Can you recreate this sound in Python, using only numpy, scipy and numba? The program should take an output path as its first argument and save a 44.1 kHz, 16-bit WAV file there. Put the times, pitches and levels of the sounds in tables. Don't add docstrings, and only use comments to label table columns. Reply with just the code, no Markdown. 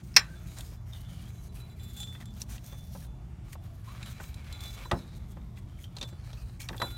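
import sys
import numpy as np
from scipy import signal
from scipy.io import wavfile
from scipy.ndimage import uniform_filter1d
from numba import njit

SR = 44100
rng = np.random.default_rng(int(sys.argv[2]) if len(sys.argv) > 2 else 0)


def volts_from_db(level):
    exponent = np.asarray(level, float) / 20
    return 10 ** exponent


def master(y):
    cut = np.clip(np.atleast_2d(y).T, -1, 1)
    pcm = np.round(cut * 32767)
    wavfile.write(sys.argv[1], SR, pcm.astype(np.int16))


N = 307377

# start in seconds, length in seconds, skin hiss in dB,
# rubber drag over the hiss in dB.
SLIDES = [(0.03, 0.24, -64.5, -3), (.244, 0.31, -64, 0), (0.47, 0.3, -59.5, -5), (0.862, 0.63, -66.5, 5),
          (.928, 0.1, -60.5, -2), (1.086, 0.21, -61, 1.5), (1.519, 0.22, -72, 7.5),
          (1.761, 0.5, -66.5, 1.5), (2.258, 0.12, -71.5, 2.5), (1.877, 0.23, -61.5, -3),
          (2.447, 0.23, -68.5, 2), (2.637, 0.13, -58.5, -2.5), (2.763, 0.31, -63.5, -10),
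          (3.44, 0.094, -69.5, 3.5), (3.62, 0.26, -70, -1.5), (3.836, 0.49, -66.5, 8),
          (4.316, 0.14, -72.5, 12.5), (4.436, 0.418, -66, 10), (4.767, 0.26, -65.5, 8),
          (5.006, 0.18, -75, 13.5), (5.05, 0.24, -77.5, 8), (5.19, 0.38, -85, 14.5),
          (5.607, 0.36, -74.5, 5), (5.951, 0.12, -67, 4), (6.109, 0.29, -82, 16), (6.238, 0.34, -68, 4),
          (6.633, 0.44, -64.5, 3.5)]
# start in seconds, length in seconds, skin hiss in dB,
# rubber drag over the hiss in dB.
JERKS = [(0, 0.015, -80.5, 25), (0.503, 0.061, -63, -13), (0.565, 0.059, -56, -0.5),
         (1.546, 0.079, -64.5, 1), (1.963, 0.081, -53, -14), (2.2, 0.04, -58, 1.5),
         (2.362, 0.033, -58.5, 2), (2.398, 0.038, -52.5, -3), (2.487, 0.088, -53, -5.5),
         (2.926, 0.091, -60, -12), (2.998, 0.055, -62.5, 2.5), (3.484, .045, -63, -5),
         (3.523, 0.024, -49.5, -3), (3.634, 0.044, -66.5, -1.5), (3.88, 0.36, -81, 22),
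         (4.052, 0.076, -57, 4), (4.195, 0.11, -56, -20), (4.605, 0.16, -55, -7),
         (5.147, 0.036, -60.5, -18), (5.28, 0.053, -66, -13), (5.56, 0.043, -63.5, 4.5),
         (5.78, .07, -62, -13), (6.075, 0.035, -61, 3.5), (6.6, 0.04, -44.5, -16),
         (6.637, 0.029, -56.5, -5), (6.334, 0.119, -67.5, 3), (6.748, 0.044, -68, -1),
         (6.762, 0.11, -59, -16.5), (6.847, 0.085, -60, 5.5)]
STROKE_RISE_S, STROKE_FALL_S, REST_DB = 0.014, 0.031, -80
# centre in Hz, width in Hz, level in dB.
DRAG_BANDS = [(300, 59, 8.5), (680, 400, 5.5), (1180, 220, 1), (1597, 950, 1.5), (2200, 160, 2.5),
              (3000, 460, -7.5)]
# centre in Hz, width in Hz, level in dB.
HISS_BANDS = [(4335, 2500, -0.5), (6563, 1400, 0.5), (8810, 2075, -0.5), (12500, 6600, 0)]
# start
# in seconds, resonance in Hz.
HAND_CAVITY = [(0, 1481), (.463, 3910), (.63, 5200), (.928, 3083), (1.29, 6127), (1.5, 2397), (1.88, 3260),
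               (2.384, 5930), (3.05, 1179), (4.031, 3613), (4.121, 2200), (4.86, 5800), (4.91, 3883),
               (5.094, 3790), (5.2, 3480), (5.552, 3326), (5.966, 4204), (6.236, 3893), (6.375, 4490),
               (6.425, 3950), (6.59, 5390), (6.74, 1800), (6.849, 1400)]
# start in seconds, length in seconds, first pitch in Hz,
# last pitch in Hz, level in dB.
SQUEAKS = [(0.278, 0.11, 1514, 1620, -61), (0.922, 0.061, 3700, 3520, -56),
           (2.205, 0.028, 2080, 1760, -54.5), (3.016, 0.041, 1800, 1540, -64), (3.58, 0.26, 744, 637, -61),
           (3.868, 0.07, 960, 1240, -55.5), (4.053, 0.043, 3000, 3000, -52), (4.95, 0.06, 5250, 5200, -61),
           (5.784, 0.037, 2190, 2120, -61), (6.37, 0.074, 2570, 2530, -64),
           (6.592, 0.08, 2190, 2300, -50.5)]

# start in seconds, peak in dB, contact pitch in Hz,
# bright crack over the peak in dB.
TICKS = [(0.585, -34.5, 7260, 6), (.607, -33.5, 3480, 7.5), (.933, -35.5, 3500, -14),
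         (2.002, -40.5, 3450, 16), (2.016, -44, 3000, 4), (2.071, -44, 2100, -2), (2.125, -46, 2100, 6),
         (2.203, -41, 1990, -10), (2.306, -54, 5000, 4), (2.338, -49, 5000, 4), (2.355, -54, 5500, 2),
         (2.256, -42, 3500, 8), (2.417, -21, 6030, -28), (2.58, -37, 3000, -15), (2.662, -47, 5500, 14),
         (3.53, -34.5, 2063, 6.5), (4.028, -35, 3900, -12), (4.03, -32.5, 2620, -20),
         (4.06, -33.5, 3280, -10), (4.242, -51, 2290, 1), (4.342, -37.5, 3970, 3), (4.445, -45, 2900, -10),
         (4.526, -31.5, 3930, 0), (4.606, -37.5, 3530, 9), (4.636, -37, 3490, 9), (4.656, -38, 3490, 5),
         (4.68, -42, 4500, 4), (4.706, -43, 5200, 2), (4.73, -43, 5000, 2), (5.789, -47, 2110, -3),
         (5.984, -30, 3670, -42), (6.088, -42, 3970, 0), (6.606, -39, 3000, -5), (6.617, -35, 4300, 5),
         (6.628, -36, 3300, -2), (6.687, -21, 3700, -32.5), (6.7, -41, 3500, -8), (6.767, -42.5, 3600, -8),
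         (6.779, -33, 3380, -14)]
# start in seconds, peak in dB, contact pitch in Hz, bright crack over the peak in dB.
SCUFFS = [
    (2.029, -35, 3450, -12.5),
    (3.885, -44, 1110, -14),
    (5.573, -45, 2020, -16.5),
    (5.84, -42.5, 3230, -3),
    (6.602, -36, 2220, -13),
]
# start in seconds, peak in dB, contact pitch in Hz, thud over the peak in dB.
KNOCKS = [(0.167, -19, 720, -5.5), (0.72, -58.5, 1240, 15.5), (2.15, -39, 2010, -5.5),
          (2.724, -48.5, 3250, 9.5), (2.949, -50, 500, 14.5), (3.553, -38, 716, -20), (4.2, -31.5, 965, -2),
          (4.854, -39, 1020, 0), (5.369, -46, 1200, 7), (5.966, -32, 4050, -6.5),
          (6.012, -26.5, 3580, -6.5), (6.0264, -25.5, 3900, -7), (6.33, -40.5, 3860, -3.5),
          (6.729, -37.5, 1800, 1.5), (6.743, -39, 1460, 6), (6.799, -41.5, 3500, 11.5),
          (6.82, -24, 820, -2.5)]
TICK_T60_S, SCUFF_T60_S, KNOCK_T60_S = 0.022, 0.068, 0.053
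TICK_THUD_DB, KNOCK_CRACK_DB = -27, -68
TICK_RISE_S = 0.0011

# start in seconds, level in dB, lean to the small wheel in dB,
# rim over the strike in dB.
STRIKES = [(.355, -69, -4, -9), (.77, -75.5, 4, -9), (1.048, -72, -12, -12), (1.287, -69, 9, -8),
           (1.345, -73, -4, -2), (1.3818, -70, 6, 0), (1.492, -73, 4, -6), (1.56, -72, 2, 6),
           (1.602, -60, 16, -5), (1.699, -67, 6, 0), (1.797, -62.5, -6, 1), (1.8397, -65.5, 22, 9.5),
           (1.899, -68, 8, 8), (1.9494, -58.5, -8, -16), (1.9704, -44.5, -28, -3), (2.0023, -37, -17, -4),
           (2.0294, -53, -15, -22), (2.0744, -48, -25, -12), (2.2554, -60, -23, 1.5), (2.655, -68, -21, -8),
           (2.6794, -66, -20, -12), (2.724, -57.5, -26, -21), (3.0694, -74.5, -11, -12),
           (3.882, -67.5, 12, -9), (4.0278, -69, 16, 11), (4.0606, -75, 14, -2), (4.13, -64.5, 14, -6),
           (4.341, -69, 19, 4), (4.48, -72, -10, -9), (4.525, -55.5, 5, 0), (4.591, -57.5, 9, -5),
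           (4.6055, -51.5, -3, -11), (4.6359, -55.5, -1, -17), (4.6567, -49, -2.5, -15), (4.69, -60, 4, -9),
           (4.73, -56.5, -2.5, -12), (4.825, -66, 2, -12), (4.8497, -62.5, 2.5, 3), (4.97, -63.5, 10, -9),
           (5.02, -76, 12, -7), (5.99, -67.5, 14, 2), (6.035, -57, -11, -6), (6.1, -69.5, 2, 4),
           (6.779, -59, -14, -9), (6.8, -48.5, 5, -4), (6.8208, -39.5, 7.5, -12)]
# start in seconds, level in dB, lean to the small wheel in dB.
PINGS = [(1.797, -68, -5), (1.8397, -61, 6), (1.899, -60, 0), (1.9704, -53, -5), (2.0023, -59, -6),
         (2.0294, -58, 0), (4.0278, -57, -6), (4.0602, -46.5, -10), (4.526, -72, 0), (4.6339, -65, 0),
         (4.6563, -66, 3), (4.706, -60, 8), (4.7304, -64, 4), (5.985, -54, -14), (6.0116, -66, -12),
         (6.0402, -66, -8), (6.8, -53, 14), (6.82, -46, 14)]
GRIPS_S = [.47, 1.12, 1.335, 1.445, 1.686, 1.77, 1.94, 2.07, 2.185, 2.33, 2.93, 4.12, 4.42, 4.588, 4.72,
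           4.815, 4.9, 5.06, 6.095, 6.19, 6.799]
# start in seconds, end in seconds.
ON_WHEELS_S = (1.25, 5.3)
# large wheel, small wheel, rim, large teeth, small teeth, all in dB.
CREEP_DB = (-56, -53, -56, -54, -54)
# pitch in Hz, level in dB, T60 in seconds.
LARGE_WHEEL = [(3490, 4.5, 0.78), (816, -17, 0.14)]
# pitch in Hz, level in dB, T60 in seconds.
SMALL_WHEEL = [(3964, 5, .62), (3972, -1, .35), (1416, -5, .75)]
# pitch in Hz, level in dB, T60 in seconds.
RIM = [(7200, -7, .3), (7600, -4, .3)]
# pitch in Hz, level in dB, T60 in seconds.
LARGE_TEETH = [(11070, -10, .2), (9800, -13, 0.1)]
# pitch in Hz, level in dB, T60 in seconds.
SMALL_TEETH = [(11330, -5.5, .5), (9550, -12, .3)]

SNAPS = [
    (0.141, -43),
    (0.154, -45),
    (0.1636, -1.5),
    (0.166, -4.5),
    (0.169, -6.5),
    (0.179, -18.5),
    (0.189, -24),
    (.194, -23.5),
]
CLIP_MODES = [(1608, -19, 0.19), (1800, -18.5, 0.22), (2226, 5.5, 0.021), (2260, -23.5, 0.27),
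              (4010, -21, 0.3), (5200, -21.5, 0.2), (5430, -14, 0.12), (5610, -10, 0.1), (5790, -13, 0.1),
              (7240, -21, 0.19), (13000, -24.5, 0.16)]
CLIP_CRACK = [(1600, 1500, -22.5, 0.19), (2200, 840, -2.5, 0.036), (4100, 800, -9, 0.038),
              (5247, 720, 2.5, 0.028), (8600, 1000, -14, 0.024), (13070, 4400, -17, 0.024)]
# start in seconds, ring in dB, crack in dB, contact in seconds.
SLAPS = [
    (0.461, -29, -68.5, 0.0049),
    (6.127, -34, -59, 0.0026),
    (4.913, -36.5, -24, 0.00012),
    (4.918, -25, -47, 0.00069),
    (4.931, -15.5, -55, 0.0028),
    (6.691, -51, -39, 0.00051),
    (6.71, -28.5, -76, 0.0028),
    (6.817, -36.5, -29, 0.0003),
]
# pitch in Hz, level in dB, T60 in seconds.
BODY_MODES = [(181.3, 0, 0.1603), (365, -4.5, 0.066), (687, 4.5, 0.11), (940, -34, 0.16), (1240, 9, 0.044),
              (1610, -11, 0.05), (1800, -25, 0.018), (1974, 8, 0.039)]
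# centre in Hz, width in Hz, level in dB, T60 in seconds.
BODY_CRACK = [(214, 186, -3, 0.25), (490, 1600, -11, 0.074), (815, 630, -5.5, 0.14),
              (1620, 1700, 16, 0.0096), (3580, 710, -2.5, 0.021), (6200, 7100, -11, 0.036),
              (12100, 5000, -32, .03)]
# start in seconds, level in dB.
BRUSHES = [
    (5.698, -61.5),
    (5.74, -62),
    (5.773, -59),
    (5.841, -43.5),
    (5.878, -59),
    (5.915, -66),
]
# pitch in Hz, level in dB, T60 in seconds.
BRACKET_MODES = [(3090, -0.5, 0.052), (5800, -17.5, 0.079)]

BAY_T60_S, BAY_DB = 0.037, -11.5
# frequency in Hz, density in dB per Hz.
GARAGE_SPECTRUM = [(30, -10.5), (45, 4), (90, 1.5), (125, -3), (150, -5.5), (205, -11.5), (245, -21.5),
                   (360, -22), (470, -34), (660, -28.5), (1300, -36.5), (2800, -45.5), (5000, -48.5),
                   (11700, -54.5)]
GARAGE_DB, HUM_DB, HUM_HZ = -42.5, -48.5, 119
MIC_LOW_HZ, MIC_TOP_HZ = 38, 15850


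@njit
def svf(x, hz, width):
    y, b, l = np.empty(len(x)), 0., 0.
    g, k = np.tan(np.pi * hz / SR), width / hz
    for i in range(len(x)):
        v = (b + g * (x[i] - l)) / (1 + g * (g + k))
        b, l, y[i] = 2 * v - b, l + 2 * g * v, k * v
    return y


@njit
def sweep(x, hz, sharp):
    y, b, l = np.empty(len(x)), 0., 0.
    for i in range(len(x)):
        g = np.tan(np.pi * hz[i] / SR)
        v = (b + g * (x[i] - l)) / (1 + g * (g + 1 / sharp))
        b, l, y[i] = 2 * v - b, l + 2 * g * v, v / sharp
    return y


def unit(x):
    return x / np.sqrt(np.mean(x ** 2))


def walk(rate):
    hold = int(SR / rate)
    steps = np.repeat(rng.standard_normal(N // hold + 1), hold)
    return unit(uniform_filter1d(uniform_filter1d(steps, hold), hold)[:N])


def ring(push, modes):
    out = np.zeros(len(push))
    for hz, db, t60 in modes:
        pole = np.exp(2j * np.pi * hz / SR - np.log(1000) / (t60 * SR))
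        out += volts_from_db(db) * signal.lfilter([1], [1, -pole], push).imag
    return out


def resonant_noise(noise, hz1, width1, hz2, width2):
    return unit(svf(svf(noise, float(hz1), float(width1)), float(hz2), float(width2)))


def crack(bands, rise_s):
    t = np.arange(SR // 3) / SR
    out = np.zeros(len(t))
    for hz, width, db, t60 in bands:
        envelope = volts_from_db(db - 60 * t / t60) * np.minimum(t / (rise_s + 3.0 / hz), 1)
        out += envelope * resonant_noise(rng.standard_normal(len(t)), hz, width, hz, 1.5 * width)
    return out


def add(track, s, sound):
    i = int(s * SR)
    track[i:i + len(sound)] += sound[:len(track) - i]


def strokes():
    t = np.arange(N) / SR
    hiss = np.full(N, volts_from_db(2 * REST_DB))
    drag = hiss.copy()
    for s, length, db, drag_db in SLIDES + JERKS:
        edges = np.minimum((t - s) / STROKE_RISE_S, (s + length - t) / STROKE_FALL_S)
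        held = np.clip(edges + .5, 0, 1) ** 3
        hiss += held * volts_from_db(2 * db)
        drag += held * volts_from_db(2 * (db + drag_db))
    return hiss, drag


def rubbing():
    t = np.arange(N) / SR
    hiss, drag = strokes()
    move_s, move_hz = np.transpose(HAND_CAVITY)
    held_hz = move_hz[np.maximum(np.searchsorted(move_s, t) - 1, 0)]
    cavity_hz = uniform_filter1d(held_hz, SR // 90)
    out = np.zeros(N)
    for power, bands, grain_db, cavity_db in ((hiss, HISS_BANDS, 2.5, 2), (drag, DRAG_BANDS, 3.0, 7)):
        grains = rng.standard_normal(N) * volts_from_db(grain_db * np.minimum(rng.exponential(size=N), 5))
        grains *= volts_from_db(2.1 * walk(60))
        catches = np.repeat(rng.random(N // 16 + 1) < .012, 16)[:N]
        grains *= 1 + 2.5 * catches
        body = np.zeros(N)
        for hz, width, db in bands:
            level = volts_from_db(db + 2.5 * walk(15))
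            body += level * sweep(grains, hz * (1 + .04 * walk(7)), hz / width)
        cavity = sweep(grains, cavity_hz * (1 + .03 * walk(12)), 15.)
        out += unit(body + volts_from_db(cavity_db) * cavity) * np.sqrt(power)
    return out


def squeaks():
    out = np.zeros(N)
    for s, length, hz0, hz1, db in SQUEAKS:
        hz = np.linspace(hz0, hz1, int(length * SR))
        noise = rng.standard_normal(N // 20)[:len(hz)]
        tone = unit(sweep(sweep(noise, hz, 16.), hz, 16.))
        rise = np.minimum(np.arange(len(hz)) / 200, 1)
        fall = np.linspace(1, 0, len(hz)) ** .5
        add(out, s, volts_from_db(db) * tone * rise * fall)
    return out


def ticks():
    out, t = np.zeros(N), np.arange(SR // 5) / SR
    contacts = [(s, db, hz, TICK_THUD_DB, crack_db, TICK_T60_S) for s, db, hz, crack_db in TICKS]
    contacts += [(s, db, hz, TICK_THUD_DB, crack_db, SCUFF_T60_S) for s, db, hz, crack_db in SCUFFS]
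    contacts += [(s, db, hz, thud_db, KNOCK_CRACK_DB, KNOCK_T60_S) for s, db, hz, thud_db in KNOCKS]
    for s, db, hz, thud_db, crack_db, t60 in sorted(contacts):
        noise = rng.standard_normal((3, len(t)))
        fade = volts_from_db(-60 * t / max(t60, .004)) * np.minimum(t / TICK_RISE_S, 1)
        broad = resonant_noise(noise[0], hz, hz, hz, 1.4 * hz) * fade ** 1.31
        pitched = resonant_noise(noise[0], hz, 0.059 * hz, hz, hz) * fade ** 1.03
        bright = resonant_noise(noise[1], 8600, 9000, 8000, 12000) * fade
        thud = resonant_noise(noise[2], 200, 370, 390, 1100) * fade ** 0.52 * np.minimum(t / 0.0024, 1)
        burst = broad + pitched + volts_from_db(crack_db - 4.0) * bright + volts_from_db(thud_db + 2.5) * thud
        add(out, s, volts_from_db(db - 10.0) * burst)
    return out


def wheels():
    out = np.zeros(N)
    edges = np.r_[0, (np.array(GRIPS_S) * SR).astype(int), N]
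    on = slice(*(int(s * SR) for s in ON_WHEELS_S))
    creep = np.zeros(N)
    creep[on] = np.sqrt(strokes()[1][on])
    s, db, lean_db, rim_db = np.transpose(STRIKES)
    ping_s, ping_db, ping_lean_db = np.transpose(PINGS)
    parts = [(LARGE_WHEEL, s, db - np.maximum(lean_db, 0)),
             (SMALL_WHEEL, s, db + np.minimum(lean_db, 0)),
             (RIM, s, db + rim_db),
             (LARGE_TEETH, ping_s, ping_db - np.maximum(ping_lean_db, 0)),
             (SMALL_TEETH, ping_s, ping_db + np.minimum(ping_lean_db, 0))]
    for k, (modes, hit_s, hit_db) in enumerate(parts):
        push = volts_from_db(CREEP_DB[k]) * creep * rng.standard_normal(N)
        push[(hit_s * SR).astype(int)] += volts_from_db(hit_db)
        for mode in modes:
            flicker = volts_from_db((2.8 + .4 * k) * walk(40))
            for a, b in zip(edges[:-1], edges[1:]):
                damping = np.minimum(np.arange(b - a)[::-1] / 1000 + (b == N), 1)
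                out[a:b] += ring(push[a:b], [mode]) * flicker[a:b] * damping
    return out


def snap():
    push, out = np.zeros(N), np.zeros(N)
    for s, db in SNAPS:
        add(push, s, volts_from_db(db - 25.5) * rng.standard_normal(24) * np.hanning(24))
        add(out, s, volts_from_db(db - 6.5) * crack(CLIP_CRACK, rise_s=0.00064))
    return ring(push, [(hz, db, .7 * t60) for hz, db, t60 in CLIP_MODES]) + out


def slaps():
    push, out = np.zeros(N), np.zeros(N)
    for s, ring_db, crack_db, contact_s in SLAPS:
        bump = np.hanning(int(contact_s * SR) + 3)
        add(push, s, -volts_from_db(ring_db) * bump / bump.sum())
        add(out, s, volts_from_db(crack_db) * crack(BODY_CRACK, rise_s=0.0025))
    return ring(push, [(hz, db, 0.98 * t60) for hz, db, t60 in BODY_MODES]) + out


def bracket():
    push = np.zeros(N)
    s, db = np.transpose(BRUSHES)
    push[(s * SR).astype(int)] = volts_from_db(db)
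    return ring(push, BRACKET_MODES)


def engine_bay(near):
    t = np.arange(SR // 2) / SR
    tail = svf(rng.standard_normal(len(t)), 820.0, 4300.0) * volts_from_db(-60 * t / BAY_T60_S)
    return volts_from_db(BAY_DB) * signal.fftconvolve(near, tail / np.sqrt(np.sum(tail ** 2)))[:N]


def garage():
    hz_pts, db_pts = np.transpose(GARAGE_SPECTRUM)
    rumble, swell = np.zeros(N), walk(0.37)
    for hz in 32 * 2 ** np.arange(0, 9, 1 / 3):
        third = signal.butter(3, [hz / 1.13, hz * 1.13], "bandpass", fs=SR, output="sos")
        band = signal.sosfilt(third, rng.standard_normal(N))
        band_db = np.interp(np.log(hz), np.log(hz_pts), db_pts)
        rumble += volts_from_db(band_db + 0.36 * swell + 2.2 * walk(4)) * band
    hum = np.sin(2 * np.pi * np.cumsum(HUM_HZ * (1 + 0.009 * walk(3.8))) / SR)
    return volts_from_db(GARAGE_DB) * unit(rumble) + volts_from_db(HUM_DB + 2.0 * walk(2.9)) * hum


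def scene():
    near = ticks() + snap() + slaps() + squeaks() + wheels() + bracket()
    return (near + engine_bay(near) + rubbing() + garage())[None]


def band_limit(x):
    return signal.sosfilt(signal.butter(12, 16660, fs=SR, output="sos"), x)


def record(dry):
    low_cut = signal.butter(5, MIC_LOW_HZ, "highpass", fs=SR, output="sos")
    top_cut = signal.ellip(8, .3, 60, MIC_TOP_HZ, fs=SR, output="sos")
    mic = signal.sosfilt(top_cut, signal.sosfilt(low_cut, dry))
    return band_limit(np.clip(mic, -1, 1))


dry = scene()
out = record(dry)
master(out)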